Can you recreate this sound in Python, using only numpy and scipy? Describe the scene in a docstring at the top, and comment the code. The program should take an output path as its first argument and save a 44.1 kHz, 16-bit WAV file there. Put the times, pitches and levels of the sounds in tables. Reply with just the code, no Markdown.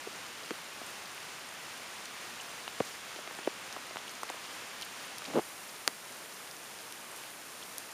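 """A soft hiss of light night rain on trees and ground, all around a hand-held camera with one microphone.
Close by, large drops tick as they burst, spatter on leaves and plink in puddles; some knock on the casing.
The camera is swung round with a short rubbing jolt, and facing the new way the hiss is thinner and
brighter. Just after the swing, one drop snaps right on the microphone."""
import sys
import numpy as np
from scipy import signal
from scipy.fft import rfft, irfft, next_fast_len
from scipy.io import wavfile
from scipy.ndimage import map_coordinates

SR = 44100
rng = np.random.default_rng(int(sys.argv[2]) if len(sys.argv) > 2 else 0)


def store_pcm(level_fs):
    """Save levels as 16-bit WAV."""
    pcm = np.round(np.clip(level_fs, -1, 1) * 32767).astype(np.int16)
    wavfile.write(sys.argv[1], SR, np.atleast_2d(pcm).T)


N = 349713
TOP_HZ = 15550  # the camera's band limit

# colour of the far rain before the swing: (frequency [Hz], relative level [dB])
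HISS_FACING = [(25, -36), (50, -19.5), (100, -10), (180, -4.5), (450, -3), (750, -1), (1200, 0.5),
               (2700, -1.5), (4000, -5.5), (6800, -8.0), (9500, -11), (11500, -15.5), (13300, -19.5),
               (15200, -20.0)]
# colour of the far rain after the swing: (frequency [Hz], relative level [dB])
HISS_TURNED = [(25, -31.5), (50, -20), (100, -9.5), (180, -4), (450, -1.0), (750, -0.5), (1200, 0.0),
               (2700, -3.0), (4000, -6.5), (6800, -7), (9500, -7.0), (11500, -10), (13300, -13.5),
               (15200, -17)]
# slow rise and fall of the hiss's treble: (time [s], gain [dB])
TREBLE_DRIFT = [(0, -.6), (1.2, 0), (2.35, -.4), (2.65, 1.5), (2.9, 1.5), (3.05, -0.5), (3.85, -1.3),
                (4.2, .3), (4.7, .2), (4.9, .8), (5.4, 1.2), (5.7, 0), (7.2, -.5), (7.7, .6)]
# large drops bursting close by: (time [s], level [dB], pitch [Hz], swell [cycles])
NEAR_TICKS = [(.5081, -36, 4200, .6), (.865, -31, 9000, 1.1), (1.179, -36, 2600, 1.8),
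              (2.056, -30, 6500, 1.1), (2.4117, -31.5, 7400, 1.4), (2.679, -30, 2930, 2),
              (3.448, -34, 3130, 1.9), (3.727, -27.5, 5800, 1), (3.988, -34, 3300, 1.7),
              (4.080, -34, 3200, 2), (4.094, -29.5, 6000, 1.1), (4.2328, -25.5, 7000, 1),
              (4.3005, -27, 7000, 1), (4.813, -24, 3200, .3), (4.8217, -26, 4400, .6),
              (4.8498, -31, 11500, 1.3), (5.1835, -29, 13000, 1.1), (5.1832, -25.5, 5500, 1),
              (5.2435, -32, 6500, 1), (5.2605, -30, 4200, .8), (6.124, -33, 6800, 1.1),
              (6.5122, -31, 5000, 1.6), (6.9238, -28.5, 10000, .9), (6.9242, -28, 4000, .55),
              (7.116, -32, 9500, 1.1), (7.163, -29, 11000, 1), (7.237, -34, 2400, .8),
              (7.6155, -31, 9000, .7), (7.7825, -28.5, 5100, 1.4), (7.7823, -19.5, 11200, 1.1)]
# bubbles ringing in puddles: (time [s], level [dB], pitch [Hz], swell [cycles])
PUDDLE_PLINKS = [(2.3988, -39, 2950, 3.5), (2.4018, -35, 2800, 3), (4.8216, -34, 4000, 4.5),
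                 (4.8271, -31.5, 3150, 3), (7.6276, -37.8, 3300, 3.3)]
# drops breaking up on leaves: (time [s], mean droplet level [dB], centre pitch [Hz], length [s])
LEAF_SPATTERS = [(.86, -43, 9000, .05), (2.054, -42, 4200, .008), (2.412, -43, 7000, .012),
                 (2.85, -40, 6800, .04), (4.288, -40, 3000, .012), (4.44, -41, 3600, .018),
                 (4.8225, -40, 4000, .009), (5.2495, -38.5, 3700, .008), (6.36, -45, 5600, .015),
                 (7.62, -43.5, 4600, .022)]
# blows on the casing from drops and the hand; heavy drops strike twice: (time [s], thud level [dB],
# thud pitch [Hz], thud swell [cycles], boom level [dB], boom pitch [Hz], click level [dB])
CASING_KNOCKS = [(.0706, -32, 407, 1.3, -52, 340, -41), (.434, -38, 520, .8, -50, 340, -40),
                 (.50778, -30, 245, .77, -33, 361, -19), (.51199, -39.6, 445, 1.46, -29, 355, -32),
                 (.8146, -34.5, 600, 0.83, -39, 300, -38), (2.6784, -27.5, 730, 0.41, -44, 340, -28),
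                 (2.80269, -24, 631, .88, -14.2, 217, -21.5), (2.80545, -13.5, 411, .65, -13.4, 238, -26),
                 (3.1614, -42, 1350, 1.1, -43, 340, -27), (3.187, -35.5, 610, 1.4, -44, 340, -44),
                 (3.2756, -40, 600, 0.85, -39, 340, -27), (3.310, -33, 860, .65, -41, 340, -38),
                 (3.388, -33.5, 704, .76, -36, 340, -28), (3.4578, -38, 560, .66, -44, 340, -34),
                 (3.4736, -25.5, 797, 1.22, -16.2, 440, -23),
                 (3.47698, -36.3, 565, 1.08, -20.8, 445, -35.3), (3.764, -29, 1100, .85, -39, 340, -34),
                 (3.7683, -32.5, 596, 0.88, -46, 342, -35), (3.9075, -39.5, 620, 1.5, -44, 340, -46),
                 (3.959, -26, 700, .3, -40, 340, -28), (3.9698, -27, 700, 0.45, -44, 340, -23.5),
                 (4.2322, -22.5, 1100, 0.72, -33.5, 400, -33), (4.2996, -26.5, 850, .72, -36, 340, -31),
                 (4.303, -34, 620, .85, -40, 340, -40), (4.343, -39, 600, 1.1, -50, 340, -42),
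                 (5.2203, -32, 1200, .85, -50, 340, -36), (5.3005, -34, 620, .9, -42, 340, -36),
                 (5.3363, -32, 700, .85, -38, 340, -32), (5.34331, -27, 315, 1.6, -30.5, 418, -36),
                 (5.35469, -19.2, 435, .91, -25, 200, -32), (5.36247, -22.2, 544, 1.23, -20.2, 368, -28),
                 (5.37361, -16.2, 438, .67, -15.8, 300, -34), (5.37846, -23.1, 435, .86, -34.5, 140, -29),
                 (5.3855, -15.7, 398, .56, -23, 205, -28), (5.39156, -26.8, 801, 1.6, -26.4, 370, -32),
                 (5.8825, -42, 500, 1, -39, 310, -44)]
# modes of the casing's thud: (frequency [ratio to thud pitch], gain [dB])
CASING_MODES = [(1, 0.5), (1.6, -12.5), (2.6, -14.5)]
# the hand slides, then grips: (time [s], level [dB], hold [s])
HAND_RUBS = [(5.276, -46.5, .07), (5.356, -37.5, .036)]
# colour of fingers on the casing: (frequency [Hz], relative level [dB])
RUB_COLOUR = [(40, -24), (100, -24), (160, -3), (205, -2), (270, 5), (335, -1), (420, 0), (600, -1),
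              (800, -3), (1300, -7), (2200, -19), (6000, -42)]
# rings of the microphone port: (frequency [Hz], level [dB], swell [cycles])
PORT_RINGS = [(424, -27, 0.45), (1390, -14.5, 0.6), (3080, -12.7, 0.58), (4720, -17, 2.2), (6620, -14, 1.6),
              (9677, -18.5, 2.3), (14310, -19, 1.5)]


def amp(db):
    """Decibels to gain."""
    return 10 ** (np.asarray(db) / 20)


def wobble(rate):
    """A smooth random curve, rate knots a second."""
    knots = rng.standard_normal(int(N * rate / SR) + 4)
    return map_coordinates(knots, [np.arange(N) * rate / SR])


def filtered(x, response):
    """Pass x through a complex response, given as a function of frequency in Hz."""
    size = next_fast_len(N + SR // 2)
    return irfft(rfft(x, size) * response(np.fft.rfftfreq(size, 1 / SR)), size)[:N]


def low_cut(x, hz):
    """Roll off the bass at 12 dB an octave."""
    return filtered(x, lambda f: (1j * f / (hz + 1j * f)) ** 2)


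def noise(colour):
    """Noise of rms 1, coloured by (frequency [Hz], relative level [dB]) points."""
    hz, db = np.transpose(colour)
    x = filtered(rng.standard_normal(N), lambda f: amp(np.interp(np.log(f + 1), np.log(hz), db)))
    return x / np.sqrt(np.mean(x ** 2) + 1e-20)


def pings(hz, swell, samples):
    """One heavily damped ring per row: it grows for swell cycles, then dies quickly."""
    turns = hz * np.arange(samples) / SR
    age = turns / np.maximum(swell, 0.1)
    return (age * np.exp(1 - age)) ** 2 * np.sin(2 * np.pi * turns)


def place(times, sounds):
    """Sum rows of sound, each starting at its time in seconds."""
    index = np.round(times * SR).astype(int) + np.arange(sounds.shape[-1])
    return np.bincount(index.ravel(), sounds.ravel(), N)[:N]


def splashes(count, t60_s, band_hz):
    """The spray of one drop per row: a tiny, fading burst of band-limited noise."""
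    t = np.arange(SR // 50) / SR
    bursts = rng.standard_normal((count, len(t))) * amp(-60 * t / t60_s)
    return signal.lfilter(*signal.butter(2, band_hz, "bandpass", fs=SR), bursts)


def far_rain(facing_db, turned_db, swing_at_s, swing_length_s, treble_hz, waver_db):
    """Countless distant drops merge into a hiss; its level and colour follow where the microphone points."""
    t = np.arange(N) / SR
    turn = np.clip((t - swing_at_s) / swing_length_s, 0, 1)
    facing = np.sqrt(1 - turn) * amp(facing_db) * noise(HISS_FACING)
    turned = np.sqrt(turn) * amp(turned_db) * noise(HISS_TURNED)
    hiss = facing + turned
    treble = filtered(hiss, lambda f: f ** 2 / (f ** 2 + treble_hz ** 2))
    drift = amp(np.interp(t, *np.transpose(TREBLE_DRIFT)))
    return (hiss - treble + treble * drift) * amp(waver_db * wobble(rate=9))


def patter(count, level_db, spread_db, centre_hz, pitch_spread, swell):
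    """Drops land in the middle distance: many faint ones, a few nearer and louder."""
    when, pitch, distance = rng.random((count, 3)).T[:, :, None]
    hz = np.minimum(centre_hz * np.exp(pitch_spread * (2 * pitch - 1)), TOP_HZ)
    nearness = -np.log(distance + 0.05)
    drops = amp(level_db + spread_db * nearness) * pings(hz, swell, samples=256)
    return place(when * N / SR, drops)


def near_ticks(spray_gain_db):
    """Close to the microphone, each large drop bursts with a bright tick and a little spray."""
    times, db, hz, swell = np.transpose(NEAR_TICKS)[:, :, None]
    ticks = amp(db) * pings(hz, swell, samples=512)
    spray = amp(db + spray_gain_db) * splashes(len(times), t60_s=0.013, band_hz=(4000, 11400))
    return place(times, ticks) + place(times, spray)


def puddle_plinks():
    """A drop in standing water traps a small bubble that rings for a few milliseconds."""
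    times, db, hz, swell = np.transpose(PUDDLE_PLINKS)[:, :, None]
    return place(times, amp(db) * pings(hz, swell, samples=1024))


def leaf_spatter(droplets_per_drop, pitch_spread, swell):
    """A drop breaks on a leaf into a quick cluster of droplets, each with its own pitch and size."""
    times, db, centre_hz, length = np.repeat(LEAF_SPATTERS, droplets_per_drop, axis=0).T[:, :, None]
    when, pitch, size = rng.random((len(times), 3)).T[:, :, None]
    hz = centre_hz * np.exp(pitch_spread * (2 * pitch - 1))
    droplets = amp(db) * (size + 0.5) * pings(hz, swell, samples=512)
    return place(times + length * when, droplets)


def casing_knocks(click_hz, boom_swell_ratio, spray_gain_db):
    """Each blow on the camera clicks on contact, then the casing gives a dead thud over a lower boom."""
    times, thud_db, thud_hz, swell, boom_db, boom_hz, click_db = np.transpose(CASING_KNOCKS)[:, :, None]
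    thud = sum(amp(db) * pings(thud_hz * ratio, swell * ratio, samples=1500)
               for ratio, db in CASING_MODES)
    boom = pings(boom_hz, boom_swell_ratio * swell, samples=1500)
    click = pings(click_hz, swell=0.23, samples=1500)
    blows = amp(thud_db) * thud + amp(boom_db) * boom - amp(click_db) * click
    spray = amp(click_db + spray_gain_db) * splashes(len(times), t60_s=0.006, band_hz=(900, 3900))
    shell = signal.butter(4, 90, "highpass", fs=SR, output="sos")  # a small shell radiates little bass
    body = signal.sosfilt(shell, place(times, blows) + place(times, spray))
    return low_cut(body, hz=140)


def hand_rub(attack_db_per_s, release_db_per_s):
    """Handling noise: fingers drag over the casing as it swings round."""
    pressure = np.zeros(N)
    for start, db, hold in HAND_RUBS:
        t = np.arange(N) / SR - start
        rise_db = attack_db_per_s * np.minimum(t, 0)
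        fall_db = release_db_per_s * np.maximum(t - hold, 0)
        pressure += amp(db + rise_db - fall_db)
    return pressure * noise(RUB_COLOUR)


def drop_on_microphone(at_s, spray_db, rebound_delay_s, rebound_db):
    """A drop snaps on the microphone port across the whole band; it sprays, and part falls back softly."""
    snap = sum((-1) ** k * amp(db) * pings(hz, swell, samples=1500)  # rings alternate in sign
               for k, (hz, db, swell) in enumerate(PORT_RINGS))
    spray = amp(spray_db) * splashes(1, t60_s=0.0053, band_hz=(900, 8000))
    rebound = amp(rebound_db) * pings(hz=800, swell=0.38, samples=1500)
    hit = place(at_s, spray) - place(at_s, snap) + place(at_s + rebound_delay_s, rebound)
    return low_cut(hit, hz=160)


def scene():
    """Everything from the far trees to the camera itself reaches one microphone, feeding both channels."""
    rain = far_rain(facing_db=-45, turned_db=-47, swing_at_s=5.32, swing_length_s=0.1,
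                    treble_hz=4500, waver_db=0.52)
    rain += patter(count=1300, level_db=-49, spread_db=5.5, centre_hz=7600, pitch_spread=0.66, swell=0.82)
    rain += patter(count=500, level_db=-47.5, spread_db=2.5, centre_hz=2100, pitch_spread=0.81, swell=0.7)
    rain += patter(count=36, level_db=-40, spread_db=2, centre_hz=8800, pitch_spread=0.35, swell=1.1)
    close = near_ticks(spray_gain_db=-10) + puddle_plinks()
    close += leaf_spatter(droplets_per_drop=14, pitch_spread=0.38, swell=1.26)
    camera = casing_knocks(click_hz=1570, boom_swell_ratio=0.8, spray_gain_db=-3)
    camera += hand_rub(attack_db_per_s=900, release_db_per_s=1000)
    camera += drop_on_microphone(at_s=5.8772, spray_db=-21, rebound_delay_s=0.00487, rebound_db=-27.5)
    return np.array([rain + close + camera] * 2)


def record(dry):
    """The camera cuts one narrow notch in the treble and keeps nothing above its band limit."""
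    notch_hz, width_hz = 7850, 260
    notch = lambda f: (notch_hz ** 2 - f ** 2) / (notch_hz ** 2 - f ** 2 + 1j * f * width_hz)
    return np.array([filtered(channel, lambda f: notch(f) * (f < TOP_HZ)) for channel in dry])


dry = scene()
out = record(dry)
store_pcm(out)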